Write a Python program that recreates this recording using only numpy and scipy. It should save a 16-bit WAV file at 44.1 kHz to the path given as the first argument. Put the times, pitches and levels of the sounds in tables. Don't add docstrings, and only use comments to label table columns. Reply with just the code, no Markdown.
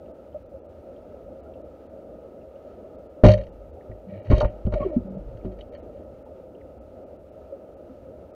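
import sys
import numpy as np
from scipy import signal
from scipy.fft import rfft, irfft, next_fast_len
from scipy.io import wavfile
from scipy.ndimage import uniform_filter1d

SR = 44100
rng = np.random.default_rng(int(sys.argv[2]) if len(sys.argv) > 2 else 0)


def invert_db(level):
    return 10 ** (np.asarray(level, dtype=float) / 20)


def digitize_waveform(pressure):
    field = np.atleast_2d(pressure).T
    bounded = np.clip(field, -1, 1)
    quanta = np.round(bounded * 32767).astype(np.int16)
    wavfile.write(sys.argv[1], SR, quanta)


N = 368224

# (frequency [Hz], density [dB per Hz])
WATER_SPECTRUM = [(12, -52), (20, -22.5), (72, -3.5), (94, -7.5), (117, -13), (146, -14), (205, -9.5),
                  (250, -7.5), (439, -7), (534, -2.5), (915, -23), (1090, -35.5), (1290, -25),
                  (1610, -37.5), (7000, -55), (9100, -84.5), (15400, -120)]
# (frequency [Hz], width [Hz], boost [dB])
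WATER_BOOSTS = [(76, 25, 2.5), (543.3, 27, 4), (621, 53, 7), (1262, 110, 4.5), (2750, 400, 3.5)]
# (time [s], level [dB])
STIRS = [
    (3.3, 2),
    (4.05, 1.5),
    (4.4, 1.5),
    (4.9, 2),
]
# (time [s], peak [dB], pitch [Hz])
TICKS = [(0.059, -58, 2830), (0.326, -62, 3100), (0.9625, -62, 3200), (1.5373, -52.5, 2750),
         (1.5663, -64, 2580), (2.414, -57.5, 2600), (2.556, -55, 2830), (3.8092, -51.5, 1870),
         (3.915, -47.5, 1890), (5.3712, -64.5, 1873), (5.4106, -57, 2260), (5.6095, -41, 3000),
         (5.7492, -60, 1870), (6.5484, -58, 2850), (6.6094, -51, 1920)]
# (time [s], peak [dB], pitch [Hz])
TAPS = [(0.344, -25, 589), (0.359, -27.5, 601.4), (0.537, -32.5, 538), (1.002, -41, 514),
        (1.136, -32.5, 550), (2.546, -34, 548), (3.77, -45, 628), (5.735, -34, 582), (6.317, -37.5, 608),
        (6.434, -35.5, 527), (7.521, -26, 554), (7.943, -38.5, 602)]
# (time [s], peak [dB], pitch [Hz], t60 [s])
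BLIPS = [
    (1.452, -49, 800, 0.1),
    (3.769, -40, 753, 0.089),
    (6.262, -46, 872, 0.1),
    (1.46, -52, 1380, 0.12),
]
# (start [s], hold [s], rattle level [dB], rub level [dB])
PULLS = [(3.235, 0.11, -32, -10.5), (3.372, .045, -50, -26), (4.078, .135, -66, -32),
         (4.24, .055, -58, -40), (4.296, 0.1, -40, -20), (4.4, 0.051, -45.5, -16.5),
         (4.655, .02, -68, -27.5), (4.718, 0.13, -62.5, -21.5), (4.911, 0.047, -68, -28),
         (5.435, 0.028, -77, -32), (5.514, .015, -60.5, -35), (5.598, .02, -59.5, -36.5),
         (5.72, .045, -60, -42), (5.795, 0.016, -61, -45.5), (5.922, .12, -66, -37.5)]
# (frequency [Hz], density [dB per Hz])
RATTLE_SPECTRUM = [(530, -42.5), (900, 1.5), (1700, -9.5), (2360, -9.5), (3100, -13.5), (3480, -18.5),
                   (3830, -14), (4960, -24.5), (6350, -20.5), (7400, -35.5), (7850, -55), (8830, -28.5),
                   (15000, -49)]
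# (frequency [Hz], width [Hz], level [dB])
RATTLE_MODES = [(1870, 78, 0), (2267, 270, -0.5), (2877, 100, -1), (3150, 31, -2.5), (3810, 110, -5.5),
                (4476, 90, -2), (4220, 47, -6.5), (4370, 36, -8), (5540, 51, -13.5), (5940, 290, -15.5)]
# (time [s], push level [dB], rig level [dB], housing level [dB], share of full ring time [0-1])
KNOCKS = [(3.236, 3, -5, 3.5, 0.84), (3.253, 2, -10, 1.5, 0.88), (3.284, 2.5, -24.5, -1.5, 0.93),
          (3.896, -24.5, -39, -33, 0.83), (4.302, -6, -23, -16, 0.17), (4.312, -22, -11.5, -12, 0.53),
          (4.321, -26, -15, -11.5, 0.32), (4.333, -5, -44, -12.5, 0.43), (4.377, -6, -21, -18.5, 0.3),
          (4.407, -48, -55, -3, 0.46), (4.427, -11, -26, -10, 0.8), (4.444, -20, -39, -8.5, 0.35),
          (4.653, -18, -37.5, -48, 0.8), (4.667, -8.5, -32, -27, 0.6), (4.675, -12, -17, -40, 0.05),
          (4.723, -19, -42.5, -15.5, 0.73), (4.737, -12, -22.5, -13, 0.34), (4.804, -22, -30.5, -17, 0.99),
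          (4.963, -15, -23.5, -34, 0.68), (5.349, -23.5, -61, -46, 0.7), (5.448, -19.5, -27, -27, 0.98)]
# (frequency [Hz], level [dB], t60 [s])
PUSH_MODES = [(51.66, -9.5, 0.68), (79.6, -8, 0.12), (104.2, -5, 0.26)]
# (frequency [Hz], level [dB], t60 [s])
RIG_MODES = [(190.1, -1, 0.32), (233, 7.5, 0.089), (296, 0.5, .12), (370.4, -1, 0.27)]
# (frequency [Hz], level [dB], t60 [s])
HOUSING_MODES = [(545.5, -12.5, 0.23), (610, -5.5, 0.27), (647, -17, 0.093), (723, -22.5, 0.32)]
# (frequency [Hz], level [dB], t60 [s])
LID_MODES = [(809, 3.5, 0.084), (903, -6.5, 0.17), (1020, -5, 0.11), (1198, -4, 0.11), (1414, -6.5, 0.096)]
# (time [s], peak [dB], brightness above 3400 Hz [dB])
STRIKES = [(3.2433, -18, 5.5), (3.2493, -25, 1.5), (3.2627, -16, 11), (3.2852, -17.5, 11),
           (3.3166, -25, 15.5), (3.3361, -21.5, 10), (3.377, -39, 5.5), (3.4343, -48, 2),
           (3.4668, -48.5, 3), (3.304, -29, 8), (4.2564, -50.5, -5.5), (4.3013, -38, -4), (4.35, -40, 7),
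           (4.415, -31, 10), (4.3811, -31.5, 13), (4.403, -26.5, 13), (4.4449, -40.5, -11), (4.666, -46, 6),
           (4.722, -41.5, 1.5), (4.7363, -35, 0.1), (4.7732, -51, -9), (4.7996, -43, -11),
           (4.8525, -54, -7), (4.652, -52, 3), (5.3712, -50, 10), (5.4455, -51, -2), (5.5867, -48, 2),
           (5.6096, -47, 12), (5.7498, -43, 2.5), (5.7244, -55, 7)]
# (time [s], rate [Hz], level [dB], loss [dB per s])
SWAYS = [
    (3.38, 48.8, -32.5, 78),
    (4.44, 48.6, -13, 281.5),
    (4.74, 38.4, -26.5, 221.5),
    (4.985, 52.2, -40, 149),
    (5.17, 45.2, -40, 42),
    (5.48, 50, -45, 35),
]
# (start [s], length [s], first rate [slips per s, or Hz of the
# overtone], last rate [same], level [dB])
SLIPS = [
    (4.75, .105, 640, 545, -37),
    (4.835, .125, 435, 300, -22.5),
    (4.078, .148, 95, 101, -47.5),
    (5.045, .15, 203, 192, -32.5),
    (5.14, .22, 146, 124, -43),
    (4.05, .11, 189, 194, -46),
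    (4.25, .045, 100, 101, -40),
    (4.79, 0.047, 1110, 1100, -27),
]
# (level [dB], ..)
SLIP_PARTIAL_DB = (1.4, -27, -28)
# (frequency [Hz], width [Hz], boost [dB])
SLIP_BOOSTS = [(610, 140, 21.5), (1300, 800, -21.5), (3400, 1400, -20)]
# (level [dB], ..)
SLIP_CLICK_DB = (-66.5, -67, -64)
# (frequency [Hz], width [Hz], level [dB])
SWIVEL_MODES = [(1890, 140, 8.5), (2280, 180, 8), (2830, 180, -0.5), (3420, 240, -9.5), (3900, 300, -7.5)]
# (time [s], peak [dB], pitch [Hz], t60 [s])
SHOVES = [
    (4.3, -3.5, 98, 0.061),
    (4.331, -4, 60, 0.12),
    (4.651, -11.5, 58.4, 0.063),
    (4.735, -13.5, 56.5, 0.056),
]
# (time [s], peak [dB], pitch [Hz], t60 [s])
POPS = [
    (4.307, -10, 280, 0.079),
    (4.666, -15.5, 203.6, 0.084),
    (4.803, -18, 220, 0.032),
    (4.964, -6, 242, 0.07),
    (7.896, -36.5, 259.5, 0.18),
    (4.316, -27, 1080, 0.12),
    (4.425, -24, 900, 0.08),
]
# (frequency [Hz], density [dB per Hz])
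HISS_SPECTRUM = [(3000, -5.5), (8000, -3.5), (12000, -3), (14000, -2.5), (15600, -0.5), (15900, -42)]
# (time [s], ..)
DROPOUTS = [.13, .445, .481, .608, .632, .678, 1.42, 1.632, 1.884, 2.972, 3.084, 3.401, 3.511, 3.719, 4.215,
            4.483, 4.694, 4.919, 5.09, 5.167, 5.709, 5.763, 5.816, 6.242, 6.797, 7.053, 7.18, 7.309, 7.757,
            8.325]

SLIP_RELEASE_DB_PER_S = 1499


def rms_one(x):
    return x / np.sqrt(np.mean(x ** 2) + 1e-20)


def drift(rate):
    hop = 40
    r = np.exp(-2 * np.pi * rate * hop / SR)
    noise = rng.standard_normal(N // hop + 2002)
    slow = signal.lfilter([1], [1, -2 * r, r * r], noise)[2000:]
    return np.interp(np.arange(N) / hop, np.arange(len(slow)), rms_one(slow))


def shaped(x, spectrum, peaks=()):
    size = next_fast_len(N)
    hz = np.maximum(np.arange(size // 2 + 1) * SR / size, 1)
    corner_hz, corner_db = np.transpose(spectrum)
    level_db = np.interp(np.log(hz), np.log(corner_hz), corner_db)
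    for top_hz, width, boost_db in peaks:
        level_db = level_db + resonant_boost(hz, top_hz, width, boost_db)
    return rms_one(irfft(rfft(x, size) * invert_db(level_db), size)[:N])


def resonant_boost(hz, top_hz, width, boost_db):
    return boost_db / (1 + (2 * (hz - top_hz) / width) ** 2)


def filtered(x, order, hz, kind):
    return signal.sosfiltfilt(signal.butter(order, hz, kind, fs=SR, output="sos"), x)


def resonate(x, hz, width):
    r = np.exp(-np.pi * width / SR)
    feedback = [1, -2 * r * np.cos(2 * np.pi * hz / SR), r * r]
    return signal.lfilter(np.array([1, 0, -1]) * (1 - r * r) / 2, feedback, x)


def ringing(hz, t60, contact_s):
    t = np.arange(round(1.3 * t60 * SR)) / SR
    onset = (1 - np.exp(-t / contact_s)) ** 2
    return -np.sin(2 * np.pi * hz * t) * invert_db(-60 * t / t60) * onset


def add(out, s, sound):
    i = round(s * SR)
    out[i:i + len(sound)] += sound[:N - i]


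def single_rings(events):
    out = np.zeros(N)
    for s, peak_db, hz, t60 in events:
        add(out, s, invert_db(peak_db) * ringing(hz, t60, contact_s=0.0016))
    return out


def held(start, hold, attack, sag_db, release_db):
    out = np.zeros(N)
    end = min(round((start + hold + 60 / release_db) * SR), N)
    span = slice(round(start * SR), end)
    t = np.arange(span.stop - span.start) / SR
    loss_db = sag_db * np.minimum(t, hold) + release_db * np.maximum(t - hold, 0)
    out[span] = np.minimum(t / attack, 1) * invert_db(-loss_db)
    return out


def unsteady(gate, hz, partial_db, wobble, shake_db):
    out, live = np.zeros(N), gate > 0
    phase = 2 * np.pi * np.cumsum((hz * (1 + wobble * drift(36)))[live]) / SR
    for k, level_db in enumerate(partial_db, 1):
        strength = invert_db((level_db + shake_db * drift(35))[live])
        out[live] += strength * np.sin(k * phase)
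    return np.sqrt(2) * gate * out


def water():
    still_db, rise_s, settle_s = -44.0, 0.21, 0.35
    noise = shaped(rng.standard_normal(N), WATER_SPECTRUM, WATER_BOOSTS)
    bass = filtered(noise, 2, 160, "low")
    hiss = filtered(noise, 2, 1000, "high")
    hum = noise - bass - hiss
    out = 0
    for part, swell_db in ((bass, 1.5), (hum, 1.3), (hiss, 0.8)):
        out = out + part * invert_db(swell_db * (drift(2.2) + drift(4.9)))
    level_db = still_db
    for s, stir_db in STIRS:
        since = np.maximum(np.arange(N) / SR - s, 0)
        level_db = level_db + 2 * stir_db * (1 - np.exp(-since / rise_s)) * np.exp(-since / settle_s)
    return invert_db(level_db) * rms_one(out)


def swivel_ticks():
    out = np.zeros(N)
    t = np.arange(900) / SR
    for s, peak_db, hz in TICKS:
        burst = rng.standard_normal(len(t)) * invert_db(-60 * t / 0.037)
        add(out, s, invert_db(peak_db + 13.5) * resonate(resonate(burst, hz, 450), hz, 450))
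    return out


def housing_taps():
    out = np.zeros(N)
    for s, peak_db, hz in TAPS:
        add(out, s, invert_db(peak_db) * ringing(hz, 0.13, contact_s=0.0022))
    return out


def bubble_blips():
    return single_rings(BLIPS)


def swivel_rattle():
    sizes = invert_db(3.2 * np.minimum(rng.exponential(1, N), 4)) * rng.choice([-1, 1], N)
    clicks = sizes * (rng.random(N) < 3000 * invert_db(5 * drift(60)) / SR)
    dealt = rng.integers(0, 3, N)
    rings = 0
    for k, (hz, width, level_db) in enumerate(RATTLE_MODES):
        own_clicks = clicks * (dealt == k % 3) + 1e-18
        rings = rings + invert_db(level_db) * rms_one(resonate(own_clicks, hz, 1.212 * width))
    return rms_one(shaped(clicks, RATTLE_SPECTRUM) + invert_db(5.0) * shaped(rings, RATTLE_SPECTRUM))


def pulls(rattle):
    attack_s, sag_db_per_s = 0.008, 38.5
    rough = rng.standard_normal(N)
    rub = rms_one(0.7 * resonate(rough, 546, 33) - resonate(rough, 606.6, 22))
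    out = np.zeros(N)
    for s, hold, rattle_db, rub_db in PULLS:
        out += invert_db(rattle_db - 5) * held(s, hold, attack_s, sag_db_per_s, 900) * rattle
        out += invert_db(rub_db - 8) * held(s, hold, attack_s, sag_db_per_s, 351) * rub
    return out


def knocks():
    out = np.zeros(N)
    groups = ((PUSH_MODES, 0.0015), (RIG_MODES, 0.001), (HOUSING_MODES, 0.001), (LID_MODES, 0.0008))
    for s, push_db, rig_db, housing_db, share in KNOCKS:
        lid_db = housing_db - 4.0 - 21.0 * share
        for (modes, contact_s), blow_db in zip(groups, (push_db, rig_db, housing_db, lid_db)):
            for hz, mode_db, t60 in modes:
                ring = ringing(hz, t60 * np.clip(share, 0.05, 1.5), contact_s)
                chance_db = 1.5 * rng.standard_normal()
                add(out, s, invert_db(blow_db + mode_db - 3 + chance_db) * ring)
    return out


def strikes(rattle):
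    bright = filtered(rattle, 4, 3400, "high")
    out, t = np.zeros(N), np.arange(round(0.15 * SR)) / SR
    for s, peak_db, bright_db in STRIKES:
        t60 = max(0.08 - 0.01 * bright_db, 0.02)
        start = round(s * SR)
        span = slice(start, start + len(t))
        flare = invert_db(peak_db - 7 - 60 * t / t60) * (1 - np.exp(-t / 0.0015))
        even = np.sqrt(np.sum(flare ** 2) / np.sum((flare * rattle[span]) ** 2))
        add(out, s, even * flare * (rattle[span] + (invert_db(bright_db) - 1) * bright[span]))
    return out


def swaying():
    out = np.zeros(N)
    for s, hz, level_db, loss_db in SWAYS:
        gate = held(s, 0.45, 0.011, loss_db, 600)
        out += unsteady(gate, hz, [level_db], wobble=0.025, shake_db=4.5)
    return out


def slip_rate(start, length, first_hz, last_hz):
    left = np.clip(1 - (np.arange(N) / SR - start) / length, 0, 1)
    return last_hz + (first_hz - last_hz) * left ** 1.8


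def line_squeaks():
    out = np.zeros(N)
    for start, length, first_hz, last_hz, level_db in SLIPS:
        hz = slip_rate(start, length, first_hz, last_hz)
        partial_db = []
        for k, own_db in enumerate(SLIP_PARTIAL_DB, 1):
            boost_db = sum(resonant_boost(k * hz, *boost) for boost in SLIP_BOOSTS)
            partial_db.append(level_db + own_db + boost_db)
        partial_db[0] = partial_db[0] + 30.5 * np.log2(hz / first_hz)
        gate = held(start, length, 0.023, 0, SLIP_RELEASE_DB_PER_S)
        out += unsteady(gate, hz, partial_db, wobble=0.014, shake_db=4.5)
    return out


def slip_clicks():
    scratch_s = 0.005
    out = np.zeros(N)
    for (start, length, first_hz, last_hz, _), level_db in zip(SLIPS, SLIP_CLICK_DB):
        hz = slip_rate(start, length, first_hz, last_hz)
        cycles = np.cumsum(hz * (1 + 0.022 * drift(66))) / SR
        clicks = np.diff(np.floor(cycles), prepend=0) * invert_db(2.3 * rng.standard_normal(N))
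        decay = signal.lfilter([1], [1, -np.exp(-1 / (scratch_s * SR))], clicks)
        scratch = decay * rng.standard_normal(N)
        rings = 0
        for mode_hz, width, mode_db in SWIVEL_MODES:
            ring = resonate(resonate(scratch, mode_hz, width), mode_hz, 2 * width)
            rings = rings + invert_db(mode_db) * ring
        gate = held(start, length, 0.008, 5, SLIP_RELEASE_DB_PER_S)
        loudness = np.sqrt(np.mean(rings[gate > 0.5] ** 2))
        out += gate * invert_db(level_db + 2.2 * drift(25)) * rings / loudness
    return out


def water_shoves():
    return single_rings(SHOVES)


def pops_and_lid_rings():
    return single_rings(POPS)


def scene():
    rattle = swivel_rattle()
    around = water() + swivel_ticks() + housing_taps() + bubble_blips()
    jerking = pulls(rattle) + knocks() + strikes(rattle) + swaying()
    slipping = line_squeaks() + slip_clicks()
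    return (around + jerking + slipping + water_shoves() + pops_and_lid_rings())[None]


def thinned_treble(x):
    length_s, fade_s = 0.014, 0.016
    treble = filtered(x[0], 4, 2300, "high")
    out = x.copy()
    for s in DROPOUTS:
        reach = (length_s + fade_s) / 2
        span = slice(round((s - reach) * SR), round((s + reach) * SR))
        size = len(treble[span])
        lines = rfft(treble[span] * signal.windows.tukey(size, fade_s / (length_s + fade_s)))
        prominence = abs(lines) / uniform_filter1d(abs(lines), size=40)
        hz = np.linspace(0, SR / 2, len(lines))
        weak = prominence < np.interp(hz, [2500, 6000], [1.3, 2.3])
        out[0, span] -= 0.88 * irfft(lines * weak, size)
    return out


def top_cut(x):
    return signal.sosfilt(signal.butter(12, 16970, fs=SR, output="sos"), x)


def record(dry):
    rounding = signal.butter(2, 9000, fs=SR, output="sos")
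    overloaded = signal.sosfilt(rounding, np.clip(dry, -0.98, 0.98))
    hiss = invert_db(-81) * shaped(rng.standard_normal(N), HISS_SPECTRUM)
    mix = thinned_treble(overloaded + hiss)
    return top_cut(mix)


dry = scene()
out = record(dry)
digitize_waveform(out)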